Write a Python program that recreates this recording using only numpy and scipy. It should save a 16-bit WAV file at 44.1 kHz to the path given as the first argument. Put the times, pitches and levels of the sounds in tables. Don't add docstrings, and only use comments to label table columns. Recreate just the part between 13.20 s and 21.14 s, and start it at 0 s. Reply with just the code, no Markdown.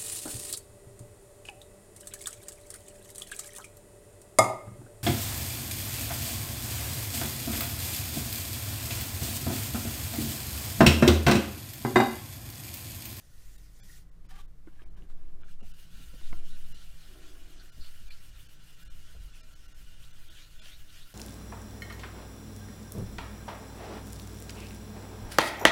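import sys
import numpy as np
from scipy import signal
from scipy.fft import rfft, irfft, next_fast_len
from scipy.io import wavfile
from scipy.ndimage import uniform_filter1d

SR = 44100
rng = np.random.default_rng(int(sys.argv[2]) if len(sys.argv) > 2 else 0)


def wav_record(signal):
    frames = np.transpose(np.atleast_2d(signal))
    bounded = np.clip(frames, -1, 1)
    quanta = np.round(bounded * 32767).astype(np.int16)
    wavfile.write(sys.argv[1], SR, quanta)


def undo_db(level):
    steps = np.asarray(level, float) / 20
    return 10 ** steps


N = 350154


def evened(x):
    return x / np.sqrt(np.mean(x ** 2) + 1e-20)


def drifting(size):
    once = uniform_filter1d(rng.standard_normal(N), size=size)
    return evened(uniform_filter1d(once, size=size))


def coloured(x, points):
    size = next_fast_len(len(x))
    hz, db = np.transpose(points)
    log_hz = np.log(np.fft.rfftfreq(size, 1 / SR) + 1)
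    shape_db = np.interp(log_hz, np.log(hz + 1), db, left=-100, right=-100)
    return evened(irfft(rfft(x, size) * undo_db(shape_db), size)[:len(x)])


def resonate(x, hz, width):
    turn = np.exp(2j * np.pi * np.cumsum(hz * np.ones(len(x))) / SR)
    r = np.exp(-np.pi * width / SR)
    smooth = signal.lfilter([(1 - r) ** 2], [1, -2 * r, r * r], x / turn + 1e-18)
    return 2 * (turn * smooth).real


def ring(x, modes, drift=0.):
    return sum(undo_db(db) * evened(resonate(x, hz * (1 + drift), width)) for hz, width, db in modes)


def level_curve(rows):
    s, db = np.transpose(rows)
    t = np.arange(N) / SR
    outside_s = np.maximum(s[0] - t, 0) + np.maximum(t - s[-1], 0)
    return undo_db(np.interp(t, s, db) - 1000 * outside_s)


def bumps(rows):
    t, out = np.arange(N) / SR, np.zeros(N)
    for s, length, db in rows:
        at = slice(max(round((s - length / 2) * SR), 0), round((s + length / 2) * SR))
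        out[at] += undo_db(db) * np.cos(np.pi * (t[at] - s) / length) ** 2
    return out


def room():
    # hz, db_per_hz
    tone_spectrum = [(53, -15.5), (90, -4.5), (168, -5.5), (223, -16.5), (308, -18), (343, -18.5),
                     (550, -21), (964, -27.5), (1030, -25.5), (1200, -26), (2100, -30), (2330, -32.5),
                     (15600, -40)]
    # hz, width_hz, level_db
    fan_band = [(166.9, 17.5, -71.5)]
    # hz, width_hz, level_db
    hum_band = [(119.7, 12.7, -71.5)]
    # time_s, level_db
    swell = [
        (0, 0),
        (2.5, 6.5),
        (3.5, 6.5),
        (4.4, -12),
        (5.4, -1),
        (7.94, -8),
    ]
    fan_hz, fan_db = 300.5, -76
    waver = evened(resonate(rng.standard_normal(N), fan_hz, width=9.5))
    tone = undo_db(fan_db) * (np.sin(2 * np.pi * fan_hz * np.arange(N) / SR) + 0.25 * waver)
    air = rng.standard_normal(N)
    bands = level_curve(swell) * ring(air, fan_band) + ring(air, hum_band)
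    return undo_db(-65) * coloured(rng.standard_normal(N), tone_spectrum) + bands + tone


def building_drone():
    # middle_s, length_s, level_db
    swells = [(.37, 0.76, -50), (1.1, 1.3, -55), (1.9, 1.34, -51), (2.6, 0.67, -59), (3.5, 1.4, -53),
              (4.2, 1.05, -53), (5.1, 1.2, -57), (6.0, 1.0, -60), (6.95, 1.8, -58)]
    hz, floor_db = 44.48, -74.5
    fuzz = evened(resonate(rng.standard_normal(N), hz, width=10.6))
    tone = np.sin(2 * np.pi * hz * np.arange(N) / SR)
    return (undo_db(floor_db) + bumps(swells)) * (tone + 0.28 * fuzz)


def stand():
    # hz, width_hz, level_db
    tremor = [(7.34, 3.13, -44.5), (17.39, 2.92, -49), (79.4, 24, -67)]
    # start_s, peak_db, swing_hz, length_s
    sways = [
        (1.863, -26.5, 8, 0.856),
        (3.018, -19.5, 7.5, 0.6),
        (4.575, -27.5, 7.6, .5),
        (5.7, -36, 7.9, 0.45),
    ]
    out, t = ring(rng.standard_normal(N), tremor), np.arange(N) / SR
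    for s, db, hz, length in sways:
        u = np.clip((t - s) / length, 0, 1)
        swing = np.minimum(u / 0.082, 1) * undo_db(-7 * u) * np.minimum((1 - u) / 0.21, 1)
        out -= undo_db(db) * swing * np.sin(2 * np.pi * hz * (t - s))
    return out


def desk():
    # middle_s, length_s, rumble_db
    leans = [(1.1, 2.3, -74), (1.77, 0.35, -59), (2.45, 0.61, -61.5), (2.9, 0.5, -54), (3.14, 0.14, -49.5),
             (4.6, 0.13, -51.5), (4.82, 0.17, -52), (5.2, 0.36, -59.5), (5.74, 0.4, -59), (6.01, 0.3, -51),
             (6.6, 1.15, -62.5), (6.99, 0.26, -63), (7.37, 0.13, -74), (7.58, 0.19, -60.5)]
    # hz, db_per_hz
    rumble_spectrum = [(16, -37), (28, -9), (38, -4), (92, -22), (160, -28.5), (210, -46.5), (350, -120)]
    # hz, width_hz, level_db
    boom = [(327, 88, 2.5), (371, 64, 2), (460, 130, -2), (630, 390, 0), (1020, 710, -5)]
    # start_s, length_s, boom_db, fade_db, rise_s
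    drags = [
        (1.604, 0.68, -66.5, -1.5, 0.017),
        (3.12, 0.47, -57.5, -30, 0.012),
        (3.853, 0.67, -60, -5.5, 0.092),
    ]
    t = np.arange(N) / SR
    pressure = undo_db(-67.5) + bumps(leans)
    rumble = undo_db(4.5) * pressure * coloured(rng.standard_normal(N), rumble_spectrum)
    drag = np.zeros(N)
    for s, length, db, fade_db, rise in drags:
        gate = np.clip(np.minimum(t - s, s + length - t) / rise, 0, 1)
        drag += undo_db(db + fade_db * (t - s) / length) * gate
    return rumble + drag * evened(ring(rng.standard_normal(N), boom))


def knocks():
    # start_s, tick_db, thud_db, thud_hz, thud_t60_s
    blows = [(1.05, -57, -54, 197, 0.052), (1.4725, -50, -39.5, 320, 0.054),
             (1.618, -54, -45.5, 332, 0.038), (1.774, -73, -52.5, 171, 0.14),
             (1.821, -68, -47.5, 170, 0.08), (1.905, -66, -52, 200, 0.036), (2.425, -62, -47, 194, 0.082),
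             (2.8, -75, -53, 250, 0.13), (2.94, -55, -47.5, 267, 0.045), (3.012, -50, -47, 317, 0.049),
             (3.1282, -34.5, -29, 126, 0.023), (3.541, -72, -48.5, 203, 0.033),
             (4.578, -69, -52.5, 141, 0.22), (5.959, -68, -52, 149, 0.063), (7.459, -55, -54, 604, .04)]
    # hz, level_db, t60_s
    tick_modes = [(712, 0.5, 0.055), (1055, 7, 0.026), (1240, 8.5, 0.01), (1470, -5, 0.05),
                  (2100, 10, 0.012), (2700, 1, 0.01)]
    length = 6000
    out, t = np.zeros(N + length), np.arange(length) / SR
    hz, db, t60 = np.transpose(tick_modes)[:, :, None]
    soft = 1 - np.exp(-t / 0.00025)
    modes = undo_db(db - 60 * t / t60) * np.sin(2 * np.pi * hz * t) * soft
    modes = signal.lfilter(*signal.butter(2, 560, "highpass", fs=SR), modes)
    uneven = undo_db(0.87 * rng.standard_normal((len(blows), len(tick_modes))))
    noise = rng.standard_normal((len(blows), length))
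    puffs = evened(signal.lfilter(*signal.butter(2, [110, 400], "bandpass", fs=SR), noise))
    for (s, tick_db, thud_db, thud_hz, thud_t60), share, puff in zip(blows, uneven, puffs):
        push = undo_db(thud_db - 60 * t / thud_t60) * (1 - np.exp(-t / 0.0011))
        thud = push * (np.sin(2 * np.pi * thud_hz * t) + 0.38 * puff)
        out[round(s * SR):][:length] -= thud + undo_db(tick_db - 12) * (share @ modes)
    return out[:N]


def snaps():
    # start_s, peak_db, hz
    crisp = [(1.5948, -56, 1680), (1.6084, -57, 1630), (1.6192, -55, 1200), (1.7744, -61, 1600),
             (1.822, -57, 2890), (1.9011, -54.5, 1280), (2.222, -59, 1200), (2.2338, -49, 1490),
             (2.3955, -61, 1230), (2.4102, -57, 1320), (7.4589, -40.5, 3050)]
    length, t60_s, trim_db = 1500, .016, -1
    out, t = np.zeros(N + length), np.arange(length) / SR
    for (s, db, hz), crackle in zip(crisp, rng.standard_normal((len(crisp), length))):
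        burst = np.sin(2 * np.pi * hz * t) + 0.49 * evened(resonate(crackle, 1.08 * hz, width=2500))
        out[round(s * SR):][:length] += undo_db(db + trim_db - 60 * t / t60_s) * burst
    return out[:N]


def grit(grain_db, flicker_db, patchy_db):
    clicks = rng.standard_normal(N) * undo_db(grain_db * np.minimum(rng.exponential(1, N), 5))
    z = signal.stft(clicks * undo_db(flicker_db * drifting(400)), nperseg=512)[2]
    patches = uniform_filter1d(rng.standard_normal(z.shape), size=6, axis=0)
    patches = uniform_filter1d(patches, size=6, axis=1)
    return evened(signal.istft(z * undo_db(patchy_db * evened(patches)), nperseg=512)[1][:N])


def rub(hiss_gain, ring_gain, colour, modes, slips):
    return hiss_gain * coloured(slips, colour) + ring_gain * evened(ring(slips, modes))


def squeaks():
    # start_s, length_s, hz, level_db
    pocket = [(1.588, 0.037, 1640, -65), (1.616, .01, 2780, -67), (1.625, 0.0093, 2450, -73),
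              (1.596, .03, 1200, -68), (1.474, 0.016, 1520, -63), (2.277, 0.036, 1530, -64),
              (2.4, .03, 2770, -69), (1.618, 0.0076, 3120, -66), (2.232, 0.018, 1420, -65),
              (2.74, 0.06, 4020, -67), (2.796, .066, 3700, -63), (2.929, 0.042, 510, -63.5),
              (3.025, .086, 3650, -64), (3.285, 0.1, 3840, -65), (3.524, 0.11, 4130, -66),
              (3.77, 0.082, 4170, -71), (4.052, .046, 4200, -71), (4.391, 0.03, 4300, -61),
              (4.59, .12, 4300, -59), (4.903, 0.046, 4230, -56.5), (4.904, 0.045, 3030, -65),
              (4.905, 0.01, 2460, -52), (5.19, 0.043, 3600, -67), (7.438, 0.19, 5500, -67.5),
              (7.454, .006, 3100, -60)]
    # start_s, length_s, hz, level_db
    thumps = [(.6, 0.076, 200, -68.5), (2.408, 0.047, 420, -67.5), (2.408, .04, 550, -71),
              (2.72, 0.12, 200, -65.5), (4.558, 0.055, 250, -66), (4.56, 0.072, 616, -70),
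              (4.795, .06, 225, -68), (5.936, .05, 477, -69), (5.936, .05, 650, -70.5),
              (6.22, 0.057, 250, -71.5), (7.08, .06, 303, -68), (7.394, 0.065, 215, -68)]
    # start_s, length_s, hz, level_db
    streaks = [(.685, 0.03, 1900, -60), (.72, .036, 1880, -65.5), (1.1, .026, 1200, -65),
               (1.102, .022, 1750, -62.5), (1.1, .03, 3180, -70), (1.11, 0.032, 785, -60.5),
               (1.128, .045, 1620, -69), (1.158, .045, 786, -64), (1.172, 0.048, 1160, -62.5),
               (1.165, 0.066, 3170, -70), (1.198, 0.016, 3600, -69), (1.192, .025, 3900, -69)]
    # start_s, length_s, hz, level_db, end_over_start_pitch
    glides = [(2.399, 0.062, 493, -68, 1.72), (4.642, 0.041, 3000, -59, 1.3),
              (6.128, 0.056, 2550, -64.5, 1.14), (6.82, 0.037, 2670, -61.5, 1.55),
              (7.05, .11, 3000, -62.5, 1.28), (7.135, 0.17, 2900, -60, 1.57), (7.163, 0.13, 2130, -66, 1.3),
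              (7.388, 0.034, 2900, -60.5, 1.55), (7.44, .12, 3240, -58.5, 0.73),
              (7.486, 0.088, 2980, -56.5, 1.45), (7.68, 0.032, 3050, -60, 1.4),
              (7.724, 0.12, 2900, -62, 1.2), (7.804, .055, 3300, -61.5, 1.3)]
    out, slips = np.zeros(N), grit(grain_db=3.5, flicker_db=2.5, patchy_db=1.0)
    events = [(*r, 1, .17) for r in pocket + thumps]
    events += [(*r, 1, .05) for r in streaks]
    events += [(*r, .26) for r in glides]
    for s, length, hz, db, glide, width in events:
        at = slice(round(s * SR), round((s + length) * SR))
        u = np.linspace(0, 1, len(out[at]))
        shape = np.minimum(6 * u, 1) * np.minimum(3 * (1 - u), 1)
        out[at] += undo_db(db) * shape * evened(resonate(slips[at], hz * (1 + (glide - 1) * u), width * hz))
    return out


def fingers(slips):
    # time_s, level_db
    pressure = [
        (0.0, -66.5),
        (0.098, -69),
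        (0.212, -64.5),
        (0.344, -63.5),
        (0.51, -70),
        (0.706, -60),
        (0.77, -60.5),
        (0.828, -71),
        (0.87, -93),
    ]
    # hz, db_per_hz
    skin = [(290, -20), (500, -16), (612, -33), (716, -20.5), (1240, -18.5), (1650, -24), (1850, -19),
            (2500, -15), (2850, -15.5), (5770, -13), (15600, -18.5)]
    # hz, width_hz, level_db
    modes = [(1820, 660, 2.5), (1490, 200, -2)]
    touch = level_curve(pressure)
    return rub(undo_db(1.0) * touch, undo_db(-11.5) * touch, skin, modes, slips)


def slide_off():
    # middle_s, length_s, hiss_db
    catches = [
        (1.056, .04, -72),
        (1.106, 0.054, -60.5),
        (1.155, 0.2, -62.5),
        (1.203, 0.048, -61.5),
        (1.24, 0.083, -73.5),
    ]
    # middle_s, length_s, ring_db
    bows = [
        (1.165, 0.18, -61),
    ]
    # hz, db_per_hz
    mat = [(290, -17), (500, -16), (569, -34), (770, -13), (889, -11), (1150, -13), (1350, -11),
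           (3150, -15), (15600, -27.5)]
    # hz, width_hz, level_db
    modes = [(790, 73, 2.5), (1170, 78, 7), (1670, 150, -7), (2660, 210, -13), (3100, 200, -2)]
    slips = grit(grain_db=3.0, flicker_db=1.5, patchy_db=1.0)
    return rub(undo_db(1.0) * bumps(catches), undo_db(-5) * bumps(bows), mat, modes, slips)


def folding(slips):
    # middle_s, length_s, level_db
    folds = [
        (1.48, 0.089, -75.5),
        (1.59, 0.29, -73),
        (1.63, 0.041, -78),
        (1.78, 0.078, -69.5),
        (1.83, 0.095, -72.5),
        (1.908, 0.066, -71),
        (2.03, 0.44, -77),
        (2.228, 0.094, -75.5),
    ]
    # hz, db_per_hz
    crease = [(290, -36), (500, -7), (1060, -8), (1390, -23), (1650, -7), (1820, -13), (3060, -13.5),
              (4580, -19), (15600, -27)]
    # hz, width_hz, level_db
    modes = [(1650, 490, 5), (1200, 100, -5)]
    creases = bumps(folds)
    return rub(undo_db(3.0) * creases, undo_db(-17) * creases, crease, modes, slips)


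def tissue(slips):
    # middle_s, length_s, speed_db
    strokes = [(2.307, 0.1, -74), (2.49, 0.2, -73.5), (2.606, 0.14, -68), (2.75, 0.21, -75.5),
               (2.87, 0.38, -69), (3.03, 0.25, -74.5), (3.14, 0.22, -71), (3.283, 0.14, -71),
               (3.39, .15, -69), (3.49, 0.18, -69.5), (3.67, 0.41, -72.5), (3.8, 0.12, -77),
               (3.92, 0.28, -71), (4.15, 0.47, -73), (4.314, 0.1, -74), (4.45, 0.14, -72.5),
               (4.673, 0.45, -69), (4.915, 0.5, -73),
               (5.056, 0.14, -70), (5.205, 0.21, -68.5), (5.325, 0.094, -69), (5.488, 0.21, -72),
             (5.618, 0.12, -68), (5.778, 0.19, -71), (5.914, 0.2, -74), (6.045, 0.15, -71),
             (6.172, 0.095, -71), (6.316, 0.23, -76), (6.455, 0.19, -78), (6.603, 0.15, -71),
             (6.706, 0.15, -74.5), (6.842, 0.2, -72), (7.02, 0.26, -71.5), (7.177, 0.27, -72),
             (7.33, 0.27, -73.5), (7.489, 0.16, -66.5), (7.606, 0.22, -69.5), (7.746, 0.21, -69.5),
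             (7.92, 0.4, -67)]
    # middle_s, hiss_db, ring_db
    pushes = [(2.26, -90, -66.5), (2.8, -86, -88), (3.05, -67, -80), (3.33, -73, -83), (3.596, -67, -77),
              (3.845, -70.5, -92), (4.069, -66.5, -86), (4.374, -68.5, -84), (4.66, -72, -72),
              (4.92, -74, -83), (5.611, -89, -66), (5.88, -71.5, -68), (6.165, -73, -71), (6.44, -100, -81),
              (6.7, -98, -72), (6.84, -77, -89), (7.19, -63.5, -74), (7.465, -60, -79), (7.77, -64, -76)]
    # time_s, ring_db
    press = [
        (2.4, -75),
        (3.0, -64.5),
        (3.2, -65.5),
        (4.9, -70),
        (7.94, -66),
    ]
    # hz, db_per_hz
    fibres = [(7000, -30), (8800, -9), (10300, -1.5), (12500, 0), (15900, -3)]
    # hz, db_per_hz
    hiss_spectrum = [(290, -41), (500, -14), (980, -14), (1230, -10), (1340, -4), (1500, -4), (2120, -7.5),
                     (2930, -3), (3800, -6.5), (6500, -9.5), (8600, -12.5), (10300, -23), (12500, -45)]
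    # hz, width_hz, level_db
    sheet_modes = [(632, 19, -5.5), (1364, 61, 0), (1490, 64, 2.5), (1660, 21, -7), (1860, 90, -6),
                   (2416, 76, -5.5), (2900, 410, -2), (2837, 83, -1), (2968, 70, -2), (3060, 69, -7),
                   (3215, 45, -8), (3430, 50, -3), (3612, 42, -2.5), (4146, 62, -7.5)]
    lands_s, rests_s, firm_s, settle_s, push_s = 2.19, 2.42, 2.7, 0.052, 0.19
    lift_db, turn_db, hiss_db = -110.5, -82, -66.5
    t = np.arange(N) / SR
    down, rests = (np.clip((t - s) / settle_s, 0, 1) for s in (lands_s, rests_s))
    speed = bumps(strokes) + undo_db(lift_db) + undo_db(turn_db) * rests
    fizz = undo_db(0.55) * down * speed * coloured(slips, fibres)
    grip_db = np.interp(t, [rests_s, firm_s], [-2.5, 0])
    steady = undo_db(hiss_db + grip_db) * down * (speed / undo_db(hiss_db)) ** 0.35
    push_hiss = bumps([(s, push_s, db - 6.5) for s, db, _ in pushes])
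    hiss = undo_db(5.5) * (steady + push_hiss) * coloured(slips, hiss_spectrum)
    bend = .004 * drifting(5000)
    weight = level_curve(press) + bumps([(s, push_s, db) for s, _, db in pushes])
    return fizz + hiss + undo_db(-5.5) * weight * evened(ring(slips, sheet_modes, bend))


def hand():
    slips = grit(grain_db=1.5, flicker_db=-0.5, patchy_db=1.77)
    return fingers(slips) + slide_off() + folding(slips) + tissue(slips) + squeaks()


def near(x):
    t60_s, wet = .12, undo_db(-13)
    at = np.arange(200, 7000, 20)
    taps = np.zeros(7020)
    signs = rng.choice([-1., 1.], len(at))
    taps[at + rng.integers(0, 20, len(at))] = signs * undo_db(-60 * at / SR / t60_s)
    echoes = signal.oaconvolve(x, taps / np.linalg.norm(taps))[:N]
    return (x + wet * echoes) / np.sqrt(1 + wet ** 2)


def scene():
    background = room() + building_drone() + stand() + desk() + knocks()
    return (near(hand() + snaps()) + background)[None]


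def dropouts(x):
    # middle_s, length_s, lowest_hz
    starved = [(.373, .012, 600), (.618, .030, 500), (.907, .013, 1800), (1.080, .018, 2500),
               (1.271, .015, 1800), (1.650, .015, 2200), (1.697, .013, 2500), (1.760, .012, 2500),
               (2.233, .017, 3800), (2.422, .011, 800), (2.530, .014, 800), (3.537, .015, 1900),
               (4.513, .014, 800), (4.897, .012, 1500), (5.281, .011, 1500), (5.644, .012, 800),
               (5.692, .017, 600), (6.224, .015, 600), (6.348, .011, 800), (6.475, .011, 800),
               (6.539, .013, 1500), (6.924, .011, 1800), (7.094, .012, 3500), (7.409, .015, 600)]
    out, taper = x.copy(), np.hanning(2048) + 0.00073
    hz, t = np.fft.rfftfreq(2048, 1 / SR), (np.arange(2048) - 1024) / SR
    for s, length, low_hz in starved:
        at = slice(round(s * SR) - 1024, round(s * SR) + 1024)
        z = rfft(out[0, at] * taper) * (hz > low_hz)
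        power = abs(z) ** 2
        strong = power > 2.9 * (1 + (hz / 8500) ** 4) * uniform_filter1d(power, size=61)
        inside = np.clip(np.minimum((length / 2 + t) / .006, (length / 2 - t) / .001) + .5, 0, 1)
        around = np.clip((length / 2 + .012 - abs(t)) / .006, 0, 1) * (taper > .1)
        out[0, at] += (.6 * around * irfft(z * strong) - inside * irfft(z * ~strong)) / taper
    return out


def band_limit(x):
    return signal.sosfilt(signal.butter(12, 15710, fs=SR, output="sos"), x)


def record(dry):
    out = dropouts(dry)
    out *= np.minimum((N - np.arange(N)) / 400, 1)
    return band_limit(out)


dry = scene()
out = record(dry)
wav_record(out)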